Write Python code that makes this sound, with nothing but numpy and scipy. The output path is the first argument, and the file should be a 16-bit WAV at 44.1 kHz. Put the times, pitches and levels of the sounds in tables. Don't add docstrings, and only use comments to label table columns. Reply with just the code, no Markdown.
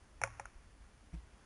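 import sys
import numpy as np
from scipy import signal
from scipy.fft import rfft, irfft
from scipy.io import wavfile
from scipy.ndimage import uniform_filter1d

SR = 44100
rng = np.random.default_rng(int(sys.argv[2]) if len(sys.argv) > 2 else 0)


def int16_out(signal):
    q = np.round(np.clip(np.atleast_2d(signal).T, -1, 1) * 32767)
    wavfile.write(sys.argv[1], SR, q.astype(np.int16))


def magnitude_from_level(level_db):
    exponent = np.asarray(level_db, float) / 20
    return 10 ** exponent


N = 63945
T = np.arange(N) / SR


def level(x, db):
    return x * magnitude_from_level(db) / np.sqrt(np.mean(x ** 2))


def band(x, hz, width_hz):
    return signal.lfilter(*signal.iirpeak(hz, hz / width_hz, fs=SR), x)


def walk(rate):
    hold = int(SR / rate)
    steps = np.repeat(rng.standard_normal(N // hold + 1), hold)
    smooth = uniform_filter1d(uniform_filter1d(steps, hold), hold)[:N]
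    return (smooth - smooth.mean()) / smooth.std()


def ring(start, hz, db, rise, t60):
    t = np.maximum(T - start, 0)
    push = 1 - np.exp(-(t / rise) ** 2)
    return magnitude_from_level(db - 60 * t / t60) * push * np.sin(2 * np.pi * hz * t)


def drops():
    # [f/Hz, level/dB, t60/s]
    hollow_moss = [(556.4, -16, 0.12), (830, 4.5, .016), (1175, -16, .02), (1867, -5.5, 0.021),
                   (2294, 4, 0.0072)]
    bare_stone = [(549, -13.5, 0.1), (660, -7.5, 0.03), (895, -24, 0.13), (1115, -29, 0.34),
                  (1430, 6.5, .011), (2236, 0.5, 0.015), (2360, -2.5, 0.011), (3560, -12, .012)]
    water_film = [(870, -5, 0.011), (1415, 1.5, 0.013), (2170, -16, 0.018), (2670, -19.5, 0.022)]
    # [t/s, peak level/dB]
    moss_drops = [
        (0.2155, -30),
        (0.2738, -42),
        (0.3968, -33),
    ]
    stone_drops = [
        (0.2304, -50),
        (.2362, -21.5),
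        (0.2435, -53),
        (0.2617, -48.5),
    ]
    film_drops = [
        (0.4549, -32.5),
    ]
    contact_s = (0.00047, 0.00043, 0.00057)

    surfaces = zip((moss_drops, stone_drops, film_drops), (hollow_moss, bare_stone, water_film), contact_s)
    sound = np.zeros(N)
    for hits, tones, rise in surfaces:
        for start, drop_db in hits:
            for hz, tone_db, t60 in tones:
                sound += ring(start, hz, drop_db + tone_db, rise, t60)
    return sound


def spray():
    spray_s = [.217, .238, .24, .398, .457, .58, .82]
    # [level/dB, t60/s]
    bursts = [(-47.5, 0.11), (-42, 0.068), (-54.5, 1), (-51.5, 0.075), (-66, 0.21), (-78.5, 0.31),
              (-71, 0.54)]
    per_second, scatter_db = 9000, 1.5

    lands = rng.random(N) < per_second / SR
    sizes = magnitude_from_level(scatter_db * rng.exponential(size=N))
    droplets = lands * rng.standard_normal(N) * sizes
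    fade = np.zeros(N)
    for start, (db, t60) in zip(spray_s, bursts):
        since = np.maximum(T - start, 0)
        fade += (T > start) * magnitude_from_level(db - 60 * since / t60)
    return level(band(droplets, 1300, 2000), 0) * fade


def shakes():
    shake_s = [.21, .236, .39, 1.12, 1.128, 1.13, 1.136, 1.154, 1.17]
    # [f/Hz, peak level/dB, rise/s, t60/s]
    body_tones = [
        (111.4, -44, 0.016, 0.54),
        (192, -50, .01, .09),
        (109.3, -53, 0.017, 0.23),
        (57.7, -31.5, 0.028, 0.23),
        (164.7, -24, 0.018, 0.071),
        (684, -52.5, 0.0053, 0.053),
        (312, -43, 0.0053, 0.056),
        (52.7, -30.5, 0.031, 0.16),
        (314, -53, 0.0045, 0.049),
    ]
    return sum(ring(start, *tone) for start, tone in zip(shake_s, body_tones))


def rub():
    # [f/Hz, width/Hz, level/dB]
    rub_tone = (2260, 450, -64)
    middle_s, length_s = 1.142, 0.012
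    hz, width_hz, db = rub_tone
    friction = level(band(rng.standard_normal(N), hz, width_hz), db)
    return friction * np.exp(-((T - middle_s) / length_s) ** 2)


def breeze():
    # [t/s, level/dB]
    gusts = [(0, -61), (0.101, -66), (.18, -56), (.3, -57), (.42, -62.5), (.47, -58.5), (.53, -61),
             (.58, -57), (.64, -63), (.7, -59.5), (.74, -62.5), (.8, -54.5), (.9, -62.5), (1.001, -64.5),
             (1.1, -61), (1.25, -61), (1.32, -62.5), (1.45, -69)]
    gust_s, gust_db = np.array(gusts).T
    low = band(rng.standard_normal(N), 47, 36)
    low = signal.sosfilt(signal.butter(6, 87, fs=SR, output="sos"), low)
    steady = low / np.sqrt(uniform_filter1d(low ** 2, size=SR // 10) + 1e-12)
    flicker_db = 1.2 * walk(16.26)
    return level(steady * magnitude_from_level(flicker_db), 0) * magnitude_from_level(np.interp(T, gust_s, gust_db))


def air():
    # [f/Hz, level per Hz/dB]
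    hiss_colour = [(60, 3), (110, -1), (220, -2.5), (480, -9.5), (1400, -10.5), (2700, -16.5),
                   (3500, -19.5), (3990, -23.5)]
    hz, db = np.array(hiss_colour).T
    f = np.arange(N // 2 + 1) * SR / N + 1
    colour_db = np.interp(np.log(f), np.log(hz), db, -80, -80)
    hiss = irfft(rfft(rng.standard_normal(N)) * magnitude_from_level(colour_db), N)
    swell_db = 0.5 * walk(5.96)
    return level(hiss, -66.5) * magnitude_from_level(swell_db)


def scene():
    body_low_hz, input_top_hz, leak_db = 410, 2746, -17.5
    small_body = signal.butter(3, body_low_hz, "high", fs=SR, output="sos")
    wet = signal.sosfilt(small_body, drops() + spray())
    near = wet + shakes() + rub() + breeze()
    input_filter = signal.butter(10, input_top_hz, fs=SR, output="sos")
    dull = signal.sosfiltfilt(input_filter, near)
    leak = magnitude_from_level(leak_db) * (near - dull)
    return (dull + leak + air())[None]


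def band_limit(x):
    return signal.sosfilt(signal.butter(12, 11690, fs=SR, output="sos"), x)


def record(dry):
    rounding_db, circuit_db, treble_db = -27.5, -73, 2
    hold_hz, notch_width_hz, top_hz = 8000, 340, 10860
    x = signal.resample_poly(dry[0], 80, 441)
    x = x + magnitude_from_level(rounding_db) * np.abs(x) * rng.standard_normal(len(x))
    held = np.repeat(x, 21)[10:]
    x = signal.resample_poly(held, 21, 80)
    x = np.pad(x, (0, N))[:N] + magnitude_from_level(circuit_db) * rng.standard_normal(N)
    notch = band(x, hold_hz, notch_width_hz)
    lift = (magnitude_from_level(treble_db) - 1) * band(x, 14000, 2500)
    x = x - notch + lift
    x = signal.sosfilt(signal.ellip(10, 0.2, 40, top_hz, fs=SR, output="sos"), x)
    mix = x[None]
    return band_limit(mix)


dry = scene()
out = record(dry)
int16_out(out)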